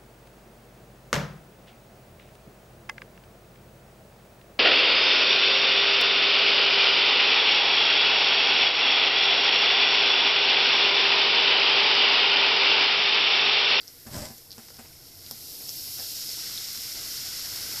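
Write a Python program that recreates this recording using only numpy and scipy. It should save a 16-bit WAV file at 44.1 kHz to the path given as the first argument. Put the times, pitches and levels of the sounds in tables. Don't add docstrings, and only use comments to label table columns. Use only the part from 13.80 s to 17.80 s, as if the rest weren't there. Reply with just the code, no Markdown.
import sys
import numpy as np
from scipy import signal
from scipy.fft import rfft, irfft
from scipy.io import wavfile

SR = 44100
rng = np.random.default_rng(int(sys.argv[2]) if len(sys.argv) > 2 else 0)


def put_to_file(sound):
    columns = np.atleast_2d(sound).T
    safe = np.clip(columns, -1, 1)
    whole_steps = np.round(safe * 32767)
    wavfile.write(sys.argv[1], SR, whole_steps.astype(np.int16))


N = 176400
T = np.arange(N) / SR

# time in seconds, fine, medium and coarse level in dB.
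FOAM_LEVELS = [(0.0, -55, -54.5, -60.5), (0.23, -51, -54.5, -61), (0.55, -50.5, -50.5, -63),
               (0.68, -54.5, -57, -67), (0.82, -53, -52, -58.5), (1.15, -54.5, -53.5, -60.5),
               (1.36, -52.5, -51, -64), (1.5, -48.5, -47.5, -55.5), (1.7, -43.5, -44.5, -66),
               (2.08, -39.5, -39.5, -58), (2.3, -39.5, -37, -56), (2.55, -41, -36, -50),
               (2.74, -42, -36, -46.5), (2.88, -41.5, -37.5, -49), (3.3, -41, -36.5, -46.5),
               (3.55, -42, -36, -45.5), (3.82, -40, -36.5, -45), (4.0, -39.5, -35.5, -44)]


def amp(db):
    return 10 ** (np.asarray(db) / 20)


def unit_rms(x):
    return x / np.sqrt(np.mean(x ** 2) + 1e-20)


def envelope(levels):
    return amp(np.interp(T, *np.transpose(levels)))


def add(mix, start_s, sound):
    part = mix[max(round(start_s * SR), 0):][:len(sound)]
    part += sound[:len(part)]


def convolve(x, taps):
    return signal.fftconvolve(x, taps / np.linalg.norm(taps))[:len(x)]


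def colour(x, spectrum, size=4096):
    hz, db = np.transpose(spectrum)
    bins_hz = abs(np.fft.fftfreq(size, 1 / SR))
    log_gain = np.log(amp(np.interp(np.log(bins_hz + 1), np.log(hz), db)))
    response = np.exp(np.conj(signal.hilbert(log_gain)))
    return convolve(x, np.fft.ifft(response).real)


def wander(corner_hz):
    hz = np.fft.rfftfreq(N, 1 / SR)
    spectrum = rfft(rng.standard_normal(N)) * (hz > 2) / (1 + (hz / corner_hz) ** 2)
    return unit_rms(irfft(spectrum, N))


def clicks(per_s, spread_db):
    size = amp(spread_db * np.minimum(rng.exponential(1, N), 5))
    sign = rng.choice([-1., 1.], N)
    return unit_rms(size * sign * (rng.random(N) < per_s / SR))


def ring(modes, t):
    return sum(amp(db - 60 * t / t60_s) * np.sin(2 * np.pi * (hz * t + rng.random()))
               for hz, db, t60_s in modes)


def foam(flutter_db=0.5):
    # frequency in Hz, relative level in dB.
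    fine = [(3000, -70), (6000, -18), (7900, -7.5), (9300, -10), (10200, -5.5), (11200, -1), (12700, 0.5),
            (13600, 0), (15200, -14.5)]
    medium = [(1500, -44), (2600, -18), (3300, -14.5), (4000, -9.5), (4650, -4.5), (4900, -4), (5330, -1),
              (5850, -6.5), (6350, -11), (6800, -10), (7500, -14), (9500, -19.5), (14000, -47.5)]
    coarse = [(250, -5), (500, -16.5), (950, -24.5), (1150, -9.5), (1500, 2), (1750, -6), (2080, 4),
              (2450, -8.5), (3000, -1), (4200, -6), (7000, -8), (11000, -8.5)]
    times_s, *levels_db = np.transpose(FOAM_LEVELS)
    out = np.zeros(N)
    for db, spectrum in zip(levels_db, (fine, medium, coarse)):
        bursts = colour(clicks(per_s=16000, spread_db=1.86), spectrum)
        out += bursts * amp(np.interp(T, times_s, db) + flutter_db * wander(corner_hz=25))
    return out


def crackle(surge_db=4.5, relative_db=-14):
    # frequency in Hz, relative level in dB.
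    spectrum = [(2000, -35.5), (3800, -16.5), (4650, -9), (4900, -12), (5330, 0), (5800, -12), (7000, -17),
                (9500, -25), (13000, -24)]
    times_s, _, medium_db, _ = np.transpose(FOAM_LEVELS)
    surges = unit_rms(clicks(per_s=500, spread_db=2) * amp(surge_db * wander(corner_hz=8.4)))
    return colour(surges, spectrum) * amp(np.interp(T, times_s, medium_db) + relative_db)


def stream():
    # time in seconds, level in dB.
    levels = [(0.0, -65), (1.3, -73), (1.8, -59), (2.35, -69), (2.6, -58), (2.9, -75), (3.18, -55.5),
              (3.52, -75), (3.75, -57), (4.0, -55.5)]
    # frequency in Hz, relative level in dB.
    spectrum = [(45, -28), (80, -6), (140, 3.5), (190, -6), (300, 5), (480, 0), (720, -4.5), (930, -13),
                (1150, -17), (2500, -45)]
    return colour(clicks(per_s=180, spread_db=0.5) * envelope(levels), spectrum)


def gurgle(low_hz=600.5, high_hz=2760, sizes=40, per_s=600, decay_cycles=6, spread_db=2.5):
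    # time in seconds, level in dB.
    levels = [(0.0, -68), (1.6, -66), (2.0, -60), (2.35, -61), (2.6, -55.5), (2.9, -56.5), (3.5, -55.5),
              (4.0, -49.5)]
    # frequency in Hz, relative level in dB.
    spectrum = [(500, -1), (950, -4), (1200, -2.5), (1500, 1.5), (1750, -2), (2080, 1.5), (2700, -0.5)]
    out, t = np.zeros(N), T[:4096]
    for hz in np.linspace(low_hz, high_hz, sizes):
        age = t * hz / decay_cycles
        blip = (1 - np.exp(-6 * age)) * np.exp(-age) * np.sin(2 * np.pi * hz * t)
        births = rng.random(N) < per_s / sizes / SR
        strength = amp(spread_db * rng.uniform(-2.2, 2, N))
        out += convolve(births * strength, blip)
    return unit_rms(colour(out, spectrum)) * envelope(levels)


def room(drift_hz=1.3):
    # frequency in Hz, relative level in dB.
    spectrum = [(20, -2), (45, -2), (88, 2), (140, 1), (185, -6.5), (240, -5.5), (330, -2.5), (430, -11.5),
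                (478, -1.5), (525, -21.5), (620, -7.5), (1000, -17), (2000, -31), (5000, -19.5)]
    # time in seconds, level in dB.
    levels = [(0.0, -59.5), (0.65, -56), (1.0, -54.5), (1.7, -54), (3.0, -53.5), (4.0, -50)]
    # frequency in Hz, rms level in dB.
    tones = [(89, -68), (480, -73)]
    out = unit_rms(colour(rng.standard_normal(N), spectrum)) * envelope(levels)
    for hz, db in tones:
        cycles = np.cumsum(hz + drift_hz * wander(corner_hz=14)) / SR
        out += amp(db) * unit_rms(np.sin(2 * np.pi * cycles))
    return out


def pops(crack_decay_s=0.00051):
    # start in seconds, level in dB, pitch in Hz, decay in ms, relative crack gain.
    snaps = [(0.0150, -34.5, 4800, 0.48, 0.15), (0.0325, -37, 4900, 0.21, .13),
             (0.0745, -34, 5400, .3, .13), (0.0795, -27.5, 5460, 0.32, 0.16), (0.3647, -29, 5800, 0.2, .4),
             (0.582, -33, 5760, 0.14, 0.49), (0.7066, -31, 4690, 0.32, .05),
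             (0.7172, -26, 5150, 0.24, 0.06), (0.7276, -32, 4180, 0.27, 0.33),
             (0.7815, -33, 5700, 0.17, .2), (0.884, -34, 5220, 0.16, .2), (0.9036, -35, 5170, 0.25, .25),
             (0.9435, -33, 5230, .2, .2), (0.9687, -33.5, 5180, 0.18, .25), (1.4640, -29, 4530, 0.16, .13),
             (1.5115, -23.5, 5450, 0.33, 1.6), (1.8855, -31, 5330, 0.63, .06),
             (1.8924, -17, 5500, 0.18, .1), (2.1980, -26, 5170, 0.4, 0.2), (2.4914, -24, 5150, 0.46, 0.06),
             (2.7765, -23.5, 3840, 0.57, 0.04), (2.9756, -19.5, 5100, 0.12, 0.27),
             (3.2917, -28, 5300, 0.22, .25)]
    # frequency in Hz, relative level in dB.
    spectrum = [(200, -9), (750, -3.5), (2200, -24), (4500, -9), (6800, -5), (9500, -11), (11500, -14),
                (13400, 4.5), (14500, -13)]
    out, t = np.zeros(N), T[:1024]
    for start_s, db, hz, decay_ms, crack_gain in snaps:
        age = t * 1000 / decay_ms
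        ping = age * np.exp(1 - age) * np.sin(2 * np.pi * hz * t)
        crack = colour(rng.choice([-1., 1.], len(t)) * np.exp(-t / crack_decay_s), spectrum)
        add(out, start_s, amp(db) * (ping + crack_gain * crack))
    return out


def echo(x, level_db=-4.5, delay_s=0.002, t60_s=0.075):
    t = T[:SR // 4]
    reflections = rng.standard_normal(len(t)) * (rng.random(len(t)) < 0.3)
    decay = (t > delay_s) * amp(-60 * t / t60_s)
    return amp(level_db) * convolve(x, reflections * decay)


def brush(grips_per_s=2500, flutter_db=2.4, case_db=-3):
    # time in seconds, rumble level in dB, scratch level in dB.
    stroke = [(0.25, -68, -59), (0.272, -53, -50.5), (0.30, -46, -69), (0.325, -44.5, -44),
              (0.365, -34, -41), (0.41, -38, -43), (0.45, -41, -42.5), (0.49, -55, -48), (0.55, -66, -68)]
    # frequency in Hz, relative level in dB.
    rumble_spectrum = [(20, -8), (70, 2), (150, 0.5), (230, -5.5), (330, -8), (460, -16.5), (590, -4),
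                       (750, -17), (900, -15), (1300, -18.5), (2500, -25)]
    scratch_spectrum = [(400, 3.5), (1000, -36), (1600, -5), (2100, -7), (2700, -6), (3900, -4), (4800, 4),
                        (5500, 5.5), (6400, -5), (8000, 2.5), (9500, -12), (13000, -12), (15000, -22)]
    # frequency in Hz, relative level in dB, T60 in seconds.
    case_modes = [(139, -4.5, 0.12), (210, 0.5, 0.15), (533, -6, 0.16), (592, 1, 0.08), (675, -3, 0.14),
                  (780, -5, 0.088), (890, -7.5, 0.16), (1006, -8, 0.13), (1140, -13, 0.14),
                  (1510, -5, 0.052), (2080, -4.5, 0.03)]
    times_s, rumble_db, scratch_db = np.transpose(stroke)
    grips = clicks(grips_per_s, spread_db=1) * amp(np.interp(T, times_s, rumble_db))
    slips = clicks(grips_per_s, spread_db=2.6)
    slips *= amp(np.interp(T, times_s, scratch_db) + flutter_db * wander(corner_hz=90))
    hollow = amp(case_db) * convolve(slips, ring(case_modes, T[:SR // 4]))
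    touching = (T > times_s[0]) * (T < times_s[-1])
    return (colour(grips, rumble_spectrum) + colour(slips, scratch_spectrum) + hollow) * touching


def bumps():
    # start in seconds, ring gain in dB, contact time in seconds, scuff level in dB.
    contacts = [(0.263, -33, 0.017, -49), (0.497, -31, 0.036, -59), (0.776, -34.5, 0.019, -50),
                (0.883, -62, .005, -52), (0.901, -56, 0.0058, -51), (0.986, -34.5, 0.019, -48),
                (1.046, -64, 0.015, -53.5), (1.516, -41, 0.012, -68)]
    # frequency in Hz, relative level in dB, T60 in seconds.
    body_modes = [(112, 1, 0.047), (232, -1, .11), (409, -8.5, 0.051), (605, -14, 0.067), (774, -13, 0.15),
                  (1040, -10, 0.049), (1486, -2, 0.02), (1720, -19.5, 0.1)]
    # frequency in Hz, relative level in dB.
    spectrum = [(100, -52), (400, 4), (900, 0), (1700, -2.5), (2600, -4.5), (4000, -20), (8000, -3),
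                (14000, -35)]
    out, t = np.zeros(N), T[:SR // 4]
    for start_s, ring_db, contact_s, scuff_db in contacts:
        age = 2 * t / contact_s
        scuff = colour(rng.standard_normal(len(t)) * age * np.exp(1 - age), spectrum)
        thud = ring(body_modes, t) * (1 - np.exp(-age))
        add(out, start_s, amp(ring_db) * thud + amp(scuff_db) * scuff)
    return out


def splashes():
    # start in seconds, level at the crest in dB, rise time in seconds.
    gushes = [(1.8, -55, 0.016), (2.172, -47.5, 0.026), (2.685, -65, 0.0097), (3.145, -55, 0.027)]
    # frequency in Hz, relative level in dB.
    spectrum = [(100, -8), (220, 5), (400, 2), (800, 4), (1150, -8), (1500, -1), (2200, -3), (4000, -19),
                (9000, -18)]
    swell = np.zeros(N)
    for start_s, db, rise_s in gushes:
        age = np.maximum(T - start_s, 0) / rise_s
        swell += amp(db) * (age * np.exp(1 - age)) ** 2
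    return colour(clicks(per_s=1500, spread_db=1) * swell, spectrum)


def scene():
    snaps = pops()
    liquid = foam() + crackle() + stream() + gurgle() + splashes()
    mono = liquid + snaps + echo(snaps) + brush() + bumps() + room()
    return np.array([mono, mono])


def record(dry):
    cutoff_hz = 14660
    taps = signal.firwin(1023, cutoff_hz, window=("kaiser", 9), fs=SR)
    return signal.oaconvolve(dry, taps[None], "same")


dry = scene()
out = record(dry)
put_to_file(out)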